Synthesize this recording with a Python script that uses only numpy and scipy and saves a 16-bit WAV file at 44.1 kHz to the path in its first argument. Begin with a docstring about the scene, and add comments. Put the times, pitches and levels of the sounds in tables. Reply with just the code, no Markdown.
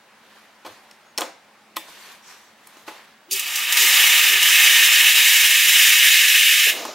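"""A steam wand blows open, close to the microphone: wet sputter first, then a steady jet of turbulent noise
that rings in the steel housing, and a low gurgle of filtered noise once the valve shuts. Before it a cloth
wipes as grainy noise, and a milk pitcher knocks (noise bursts and damped modes) and slides on a steel counter.
Behind lie a quiet room's noise, a faint hum and a deep rumble, both made of narrow noise."""
import sys
import numpy as np
from scipy import signal
from scipy.fft import rfft, irfft, next_fast_len
from scipy.io import wavfile
from scipy.ndimage import uniform_filter1d, minimum_filter1d, map_coordinates

SR = 44100
rng = np.random.default_rng(int(sys.argv[2]) if len(sys.argv) > 2 else 0)


def output_pcm(signal):
    """Save a mono or channel-first signal as 16-bit PCM at the path in sys.argv[1].

    Samples are clipped to [-1, 1] before scaling.
    """
    pcm = np.clip(np.atleast_2d(signal).T, -1, 1) * 32767
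    wavfile.write(sys.argv[1], SR, np.round(pcm).astype(np.int16))


N = 306054
TIME = np.arange(N) / SR  # s

# Stereo width of the jet and of the gurgle. Each row: frequency in Hz, left-right likeness (1 = same).
JET_LIKENESS = [(100, .998), (400, 0.99), (800, 1), (1400, 0.99), (3000, 0.98), (5000, 0.92), (8000, 0.74),
                (13000, 0.61)]
# Stereo width of the rubbing and of the room noise. Each row: frequency in Hz, left-right likeness (1 = same).
WIDE_LIKENESS = [(60, 1.0), (180, 0.82), (550, 0.91), (1650, 0.87), (4970, 0.45), (15000, 0.15)]
OPEN_S, SHUT_S = 3.307, 6.697  # the valve gap begins to widen; the valve shuts


def steam():
    """Turbulent jet noise in three ranges, coloured by the valve gap, the wet nozzle and the steel around."""
    # Roar of the jet. Each row: frequency in Hz, relative density in dB per Hz.
    roar_colour = [(820, -64), (1400, -19), (1770, -2), (1990, -5.5), (2090, -4), (2300, -6), (2880, 1),
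                   (3360, -4.5), (3870, -7), (4240, -14), (4500, -14.5), (5850, -45), (9900, -120)]
    # Hiss of the spray. Each row: frequency in Hz, relative density in dB per Hz.
    hiss_colour = [(2470, -39.5), (4200, 0.5), (4390, -21), (4590, -1), (4960, -1.5), (5240, 2), (7150, 0),
                   (7950, 0), (10800, -2), (12700, -2), (15300, -1.5), (15750, -4)]
    # Low body of the jet. Each row: frequency in Hz, relative density in dB per Hz.
    body_colour = [(120, -62), (200, -36), (364, -15), (404, -14), (536, -13), (927, -3.5), (1050, -7),
                   (1200, 2.5), (1550, -5.5), (2020, -13), (3410, -120)]
    # Left-right balance of the jet. Each row: frequency in Hz, left over right in dB.
    jet_balance = [(60, 0.0), (150, 0.0), (380, 0.0), (950, -0.33), (2380, -0.64), (5980, -0.83),
                   (15000, 0.09)]
    widen_s = 0.049  # time constant of the opening gap, slow at first
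    gap = (1 - np.exp(-np.clip(TIME - OPEN_S, 0, None) / widen_s)) ** 2
    flow, spray, body = jet_gains(gap)
    add_nozzle_bursts(flow, spray)

    roar = housed_noise(roar_colour, patchy_db=0.6)
    # a narrow valve gap passes only the upper roar
    thin = filtered(roar, lambda hz: radiated(hz, low_hz=2500) ** 2)
    roar = thin + (roar - thin) * gap
    hiss = housed_noise(hiss_colour, patchy_db=1.03)
    low = housed_noise(body_colour, patchy_db=1.0)
    jet = spray * nozzle_whistle() + flow * roar + spray * hiss + body * low

    echoes = steel_echoes()
    balance = lambda hz: amp(np.outer([.5, -.5], along(jet_balance, hz)))
    return filtered(jet, lambda hz: echoes(hz) * balance(hz) * radiated(hz, low_hz=171))


def jet_gains(gap):
    """Gains of roar, spray and low body: one flutter moves all; the shut valve cuts roar and spray only."""
    # Levels of the open jet. Each row: time in seconds, roar in dB, hiss in dB.
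    jet_levels = [(3.29, -59, -76), (3.32, -32, -22), (3.36, -28, -27.5), (3.42, -30, -32),
                  (3.56, -26.5, -26.5), (3.68, -23, -27), (3.8, -17, -16.5), (4.22, -14, -17.5),
                  (4.31, -16.5, -18), (4.37, -16, -22), (4.44, -15.5, -18.5), (4.86, -14.5, -18),
                  (5.4, -15.5, -17), (6.1, -14, -17), (6.69, -15.5, -18.5)]
    s, *levels = np.transpose(jet_levels)
    roar_db, hiss_db = [np.interp(TIME, s, db, left=-120) for db in levels]

    snap_s, tail_db, tail_t60_s = .013, -8, .55  # most of the flow dies fast, a weaker tail lingers
    after = np.clip(TIME - SHUT_S, 0, None)
    tail = amp(tail_db - 60 * after / tail_t60_s)
    shut = (1 - amp(tail_db)) * np.exp(-after / snap_s) + tail

    flutter_db = 0.4 * wobble(4.005) + 0.38 * wobble(12) + 0.55 * wobble(70)
    flow = shut * amp(roar_db + flutter_db + 0.34 * wobble(150))
    spray = shut * amp(hiss_db + 1.47 * flutter_db)
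    # the low body follows a share of the roar's dB and loses 4 dB per second while sinking
    body_db = -23 + 0.67 * roar_db - 4 * sinking()
    return flow, spray, gap * amp(body_db + 1.25 * flutter_db)


def add_nozzle_bursts(flow, spray):
    """Each burst at the nozzle, first the valve's opening pop and then slugs of water: a sudden rise and quick
    decay of roar and spray, in place."""
    # Bursts at the nozzle: the valve's opening pop, then slugs of water. Each row: start in seconds, spray in
    # dB, roar in dB, both before the burst's envelope.
    bursts = [(3.31, -22, -23), (3.329, -27, -40), (3.359, -28, -38), (3.394, -17, -32), (3.556, -16.5, -34),
              (3.723, -13.5, -21), (3.770, -14, -14), (3.819, -18, -30), (4.428, -17, -20),
              (5.179, -34, -28)]
    t60_s, rise_s = .04, 0.0011
    t = TIME[:SR // 8]
    shape = amp(-60 * t / t60_s) * (1 - np.exp(-t / rise_s))
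    for s, spray_db, roar_db in bursts:
        at = slice(round(s * SR), round(s * SR) + len(t))
        spray[at] += amp(spray_db) * shape
        flow[at] += amp(roar_db) * shape


def housed_noise(colour, patchy_db):
    """One range of the jet's noise, lifted at the resonances of the steel housing."""
    # Resonances that the jet excites. Each row: frequency in Hz, width in Hz, lift in dB.
    housing = [(950, 40, 7), (1215, 21, 8), (1710, 11, 4.5), (1840, 24, 6.5), (2126, 41, 6),
               (2274, 76, 6.5), (2545, 96, 6.5), (2940, 61, 2.5), (3330, 88, -1), (3585, 36, 7.5),
               (3854, 48, 7.5), (4670, 130, 5), (5270, 300, 1.5), (6130, 120, 3.5), (6810, 120, 4.5),
               (7320, 170, 3.5), (12140, 100, 5), (12700, 400, 6.5), (13100, 300, -3), (13900, 180, 4)]
    lift_db = lambda hz: sum(db / (1 + (2 * (hz - c) / w) ** 2) for c, w, db in housing)
    return rush(lambda hz: along(colour, hz) + lift_db(hz), JET_LIKENESS, patchy_db)


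def nozzle_whistle():
    """The wet nozzle whistles at first: narrow noise that fades, before the spray's gain."""
    under_spray_db, fade_s = -8, 0.26  # fade_s is a time constant
    fade = np.exp(-np.clip(TIME - OPEN_S, 0, None) / fade_s)
    return amp(under_spray_db) * fade * narrow(4650, width_hz=80)


def steel_echoes():
    """Frequency response of the direct sound plus ten weak treble echoes off nearby steel."""
    each_db, longest_s = -21, .012
    delays = rng.uniform(0.1001, 1, 10) * longest_s
    late = lambda hz: sum(np.exp(-2j * np.pi * hz * d) for d in delays)
    return lambda hz: 1 + amp(each_db) * radiated(hz, low_hz=4200) * late(hz)


def machine():
    """Throbs and gurgling water, both too small in source to carry deep bass."""
    return filtered(gurgle() + throbs(), lambda hz: radiated(hz, low_hz=85))


def gurgle():
    """Water gurgles as the valve shuts: unsteady noise with a low, broad colour."""
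    # Swells of the gurgle, silent outside these times. Each row: time in seconds, level in dB.
    swells = [(6.65, -52), (6.672, -36), (6.684, -38), (6.732, -40), (6.754, -33), (6.842, -34),
              (6.856, -31), (6.94, -39.5)]
    # Colour of the water. Each row: frequency in Hz, relative density in dB per Hz.
    drain_colour = [(59, -67), (100, -38), (271, -9.5), (541, -6.5), (707, -4), (759, -9), (1160, -13.5),
                    (1440, -23), (2170, -18), (5660, -16), (7000, -18.5), (9100, -46), (15400, -120)]
    s, db = np.transpose(swells)
    level_db = np.interp(TIME, s, db, left=-120, right=-120)
    return amp(level_db + 0.93 * wobble(45)) * rush(lambda hz: along(drain_colour, hz), JET_LIKENESS, patchy_db=1)


def throbs():
    """Short dull throbs through machine and counter: two tones whose phase drifts, so no clean note."""
    # Each row: start in seconds, level in dB, frequency in Hz, length in seconds.
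    pulses = [(.65, -60, 104, .1), (3.28, -48, 350, 0.028), (3.306, -39.5, 400, 0.076),
              (3.797, -39, 413, 0.072), (4.283, -40.5, 402, 0.11), (4.803, -55, 403, 0.057),
              (6.663, -35, 472, 0.017)]
    out = np.zeros(N)
    for s, db, hz, length in pulses:
        t = TIME[:round(length * SR)]
        wander = uniform_filter1d(np.cumsum(rng.standard_normal(len(t))), size=90) * 0.058
        tones = np.sin(2 * np.pi * hz * t + wander)
        tones = tones + 0.27 * np.sin(2 * np.pi * hz * .85 * t - wander)
        swell = np.sin(np.pi * t / length) ** 0.75
        out[round(s * SR):][:len(t)] += amp(db) * swell * tones
    return out


def knocks():
    """Each contact is a short click of its own colour over a thud; both stir the damped modes of the steel."""
    # Contacts on the counter, and last a tick of the valve after it shuts. Each row: start in seconds, click in
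    # dB, click centre in Hz, click t60 in seconds, # thud in dB, thud t60 in seconds; levels before the attack.
    contacts = [(.648, -37, 3000, 0.054, -31.5, 0.091), (.659, -33, 3380, 0.074, -34, 0.12),
                (0.9113, -35, 4180, 0.012, -58, .035), (1.1766, -13.5, 5130, 0.01, -42, .03),
                (1.182, -11.5, 4870, 0.015, -27, 0.2), (1.208, -16, 6460, 0.015, -28.5, .045),
                (1.217, -17, 2930, 0.017, -25, 0.12), (1.76, -29, 3000, 0.037, -47, .045),
                (1.7648, -19.5, 12000, .028, -46, .03), (1.7675, -16, 2700, 0.018, -25, 0.03),
                (1.881, -45, 3500, .03, -42, .06), (2.671, -34, 11000, 0.019, -52, .03),
                (2.769, -44, 4990, .02, -43, .031), (2.878, -30, 2600, .06, -28.5, 0.078),
                (2.909, -43, 2500, .05, -38.5, .06), (2.99, -50, 2500, .04, -47, .055),
                (6.851, -28, 9000, .025, -27, .036)]
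    # Modes of pitcher and counter. Each row: frequency in Hz, relative level in dB, t60 in seconds.
    steel_modes = [(325, -4.5, 0.15), (670, -4, .05), (854, 0, 0.16), (1055, 7.5, 0.05), (1240, 7, .04),
                   (1940, -1, 0.049), (2365, 0, 0.027), (2590, 1.5, 0.025), (2980, -9, 0.078),
                   (3260, -0.5, 0.032), (4270, 4, 0.015), (5420, 2, 0.018), (6650, -3, .025),
                   (8800, -13, 0.017), (11100, -14, 0.018), (11000, 0, .02)]
    rise_share = 0.067  # attack time constant as a share of the click's t60
    ring_db, room_db = -8, -6  # modes; send to the room
    near, sent, t = np.zeros(N), np.zeros(N), TIME[:SR // 12]
    f = np.fft.rfftfreq(len(t), 1 / SR)
    hz, level_db, life = np.transpose(steel_modes)[:, :, None]
    dull = radiated(f, low_hz=302) / (1 + (f / 1500) ** 3)
    for s, click_db, click_hz, click_t60, thud_db, thud_t60 in contacts:
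        click_noise, thud_noise = rfft(rng.standard_normal((2, len(t))))
        bright = lambda f: radiated(f, low_hz=1400) * (
            0.073 + 1 / (1 + (np.log((f + 1) / click_hz) / 0.5) ** 2))
        click = amp(click_db - 60 * t / click_t60) * unit(irfft(click_noise * bright(f), len(t)))
        thud = amp(thud_db - 60 * t / thud_t60) * unit(irfft(thud_noise * dull, len(t)))

        # the thud stirs modes under 1500 Hz, the click those above; each hit varies their level and phase
        reach = np.where(hz < 1500, amp(thud_db), amp(click_db) * bright(hz))
        luck_db, luck_phase = rng.standard_normal((2, len(steel_modes), 1))
        decay = amp(level_db + 3.0 * luck_db - 60 * t / life)
        modes = reach * decay * np.sin(2 * np.pi * hz * t + 2 * luck_phase)

        attack = 1 - np.exp(-t / (rise_share * click_t60))
        at = slice(round(s * SR), round(s * SR) + len(t))
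        near[at] += attack * (click + thud + amp(ring_db) * modes.sum(axis=0))
        sent[at] += attack * amp(room_db) * (click + thud)
    return filtered(near + room(sent), lambda hz: radiated(hz, low_hz=184))


def rubbing():
    """Cloth and pitcher base drag over steel: grainy noise, low scrape and treble swish under each stroke."""
    # Wiping and sliding. Each row: start, peak and end in seconds, scrape in dB, swish relative to it in dB.
    strokes = [(.12, 0.383, .66, -52, -9), (0.648, .69, 1.02, -49.5, -6.5), (1.77, 1.903, 2.23, -50, -1),
               (1.863, 2.117, 2.215, -45.5, -5.5), (2.207, 2.307, 2.54, -46.5, -5.5),
               (2.52, 2.8, 3.06, -52, -4), (2.864, 2.877, 3.18, -44.5, -8)]
    # Low scrape. Each row: frequency in Hz, relative density in dB per Hz.
    scrape_colour = [(180, -43), (300, -22), (407, -9.5), (494, -13.5), (900, -9), (986, -1.5), (1350, -9),
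                     (1550, -5.5), (4500, -12), (5850, -21), (9900, -120)]
    # Treble swish. Each row: frequency in Hz, relative density in dB per Hz.
    swish_colour = [(2060, -21), (3500, -6.5), (4770, -12), (6100, -7), (8570, -12), (11700, -11),
                    (15100, -15), (15800, -38)]
    # A brighter swish as the pitcher turns. In order: start, peak and end in seconds, level in dB.
    turn_stroke = (2.21, 2.28, 2.52, -50)
    # Its colour. Each row: frequency in Hz, relative density in dB per Hz.
    turn_colour = [(2650, -37), (4500, -15), (5630, 3), (6230, -5), (7890, -6), (8500, -10), (11000, -40),
                   (18700, -120)]
    noise = lambda colour, patchy_db: rush(lambda hz: along(colour, hz), WIDE_LIKENESS, patchy_db)
    scrape = sum(stroke(*row) for *row, treble_db in strokes)
    scrape = scrape * amp(0.7 * wobble(60) + 0.74 * wobble(400))
    swish = sum(amp(treble_db) * stroke(*row) for *row, treble_db in strokes)
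    swish = swish * amp(1.2 * wobble(90))
    return (scrape * noise(scrape_colour, patchy_db=1.4)
            + swish * noise(swish_colour, patchy_db=1.6)
            + stroke(*turn_stroke) * noise(turn_colour, patchy_db=1.2)
            + squeak())


def squeak():
    """A faint thin whistle: narrow noise that swells and fades once."""
    start_s, end_s = 1.04, 1.14
    swell = np.sin(np.pi * np.clip((TIME - start_s) / (end_s - start_s), 0, 1))
    return amp(-66) * swell * narrow(6600, width_hz=120)


def stroke(start, peak, end, db):
    """Gain of one stroke: it swells as a power of time, then fades evenly in dB and stops at its end."""
    rise_power, fall_db = 0.85, 17
    swell = np.clip((TIME - start) / (peak - start), 0, 1) ** rise_power
    fade_db = fall_db * np.clip((TIME - peak) / (end - peak), 0, None)
    return swell * amp(db - fade_db) * (TIME < end)


def background():
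    """Room noise and a blurred hum that fade slowly from 4.09 s and stay low, over a deep unsteady rumble."""
    # The room's steady noise. Each row: frequency in Hz, relative density in dB per Hz.
    air_colour = [(15, -68), (25, -38), (96, -19), (222, -7), (473, -10.5), (542, -6.5), (691, -7),
                  (834, -4), (981, -6.5), (1250, -7.5), (1730, -7), (2330, -10), (15800, -30.5)]
    air = amp(-53.5 + 0.29 * wobble(2.6)) * rush(lambda hz: along(air_colour, hz), WIDE_LIKENESS, patchy_db=1.0)
    hum = amp(-69.5) * narrow(215, width_hz=18)
    rumble = amp(-87.5 + 3.3 * wobble(7)) * narrow(88, width_hz=90)
    return amp(-11.6 * sinking()) * (air + hum) + rumble  # air and hum lose 11.6 dB per second


def sinking():
    """Seconds of slow fading so far, counted from 4.09 s; holds its last value once the valve shuts."""
    sink_s = 4.09
    return np.clip(TIME, sink_s, SHUT_S) - sink_s


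def room(x):
    """Reverberation: each frequency dies at its own speed; the channels share part of the answer."""
    # Decay of the room. Each row: frequency in Hz, t60 in seconds.
    room_decay = [(200, 0.29), (1000, 0.41), (4000, 0.42), (12000, 0.24)]
    hz, t, z = signal.stft(rng.standard_normal((2, SR // 2)), SR, nperseg=256)
    decay = amp(-60 * t / along(room_decay, hz)[:, None])
    shared, apart = signal.istft(z * decay, SR, nperseg=256)[1]
    tail = shared + np.outer([1, -1], .4 * apart)
    late = np.pad(x, (200, 0))[None]  # the answer starts 200 samples late
    return signal.fftconvolve(late, tail / np.linalg.norm(tail[0]), axes=1)[:, :N]


def rush(colour_db, alike, patchy_db):
    """Stereo noise of rms 1 with patches of random gain in time and frequency."""
    z = signal.stft(rng.standard_normal((2, N)), nperseg=512)[2]
    field = uniform_filter1d(rng.standard_normal(z.shape[1:]), size=5, axis=0)
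    field = uniform_filter1d(field, size=8, axis=1)
    pair = signal.istft(z * amp(patchy_db * unit(field)), nperseg=512)[1][:, :N]
    # the angle between mid and side sets how alike left and right are
    turn = lambda hz: np.arccos(np.clip(along(alike, hz), -1, 1)) / 2
    mid, side = filtered(pair, lambda hz: amp(colour_db(hz)) * [np.cos(turn(hz)), np.sin(turn(hz))])
    return unit(np.array([mid + side, mid - side]))


def narrow(hz, width_hz):
    """Noise of rms 1 inside one resonance."""
    return unit(filtered(rng.standard_normal(N), lambda f: 1 / (1 + (2 * (f - hz) / width_hz) ** 2)))


def radiated(hz, low_hz):
    """Small sources radiate no deep bass: the response falls below low_hz."""
    return 1 / np.sqrt(1 + (low_hz / (hz + 1)) ** 8)


def filtered(x, response):
    """x times a response of frequency."""
    m = next_fast_len(N + 8192)
    return irfft(rfft(x, m) * response(np.fft.rfftfreq(m, 1 / SR)), m)[..., :N]


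def wobble(rate):
    """A smooth random curve, rate knots a second."""
    knots = rng.standard_normal(int(N * rate / SR) + 4)
    return map_coordinates(knots, [TIME * rate])


def along(points, hz):
    """Value at hz of a table of (Hz, value) points, read on a log frequency axis."""
    f, v = np.transpose(points)
    return np.interp(np.log(hz + 1), np.log(f + 1), v)


def amp(db):
    """Decibels to linear gain."""
    return 10 ** (np.asarray(db) / 20)


def unit(x):
    """x scaled to rms 1."""
    return x / np.sqrt(np.mean(x ** 2) + 1e-20)


def scene():
    """The steam wand up front, then machine, counter and room."""
    return steam() + machine() + knocks() + rubbing() + background()


def record(dry):
    """Close microphone ports agree in the bass; a limiter holds the peaks; nothing passes the band limit."""
    top_hz = 15760
    mid, side = dry.mean(axis=0), (dry[0] - dry[1]) / 2
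    side = filtered(side, lambda hz: radiated(hz, low_hz=475))
    pair = filtered(np.array([mid + side, mid - side]), lambda hz: hz < top_hz)
    need = np.minimum(1, .985 / (np.abs(pair).max(axis=0) + 1e-9))
    gain = uniform_filter1d(minimum_filter1d(need, size=401), size=200)
    return filtered(pair * gain, lambda hz: hz < top_hz)


dry = scene()
out = record(dry)
output_pcm(out)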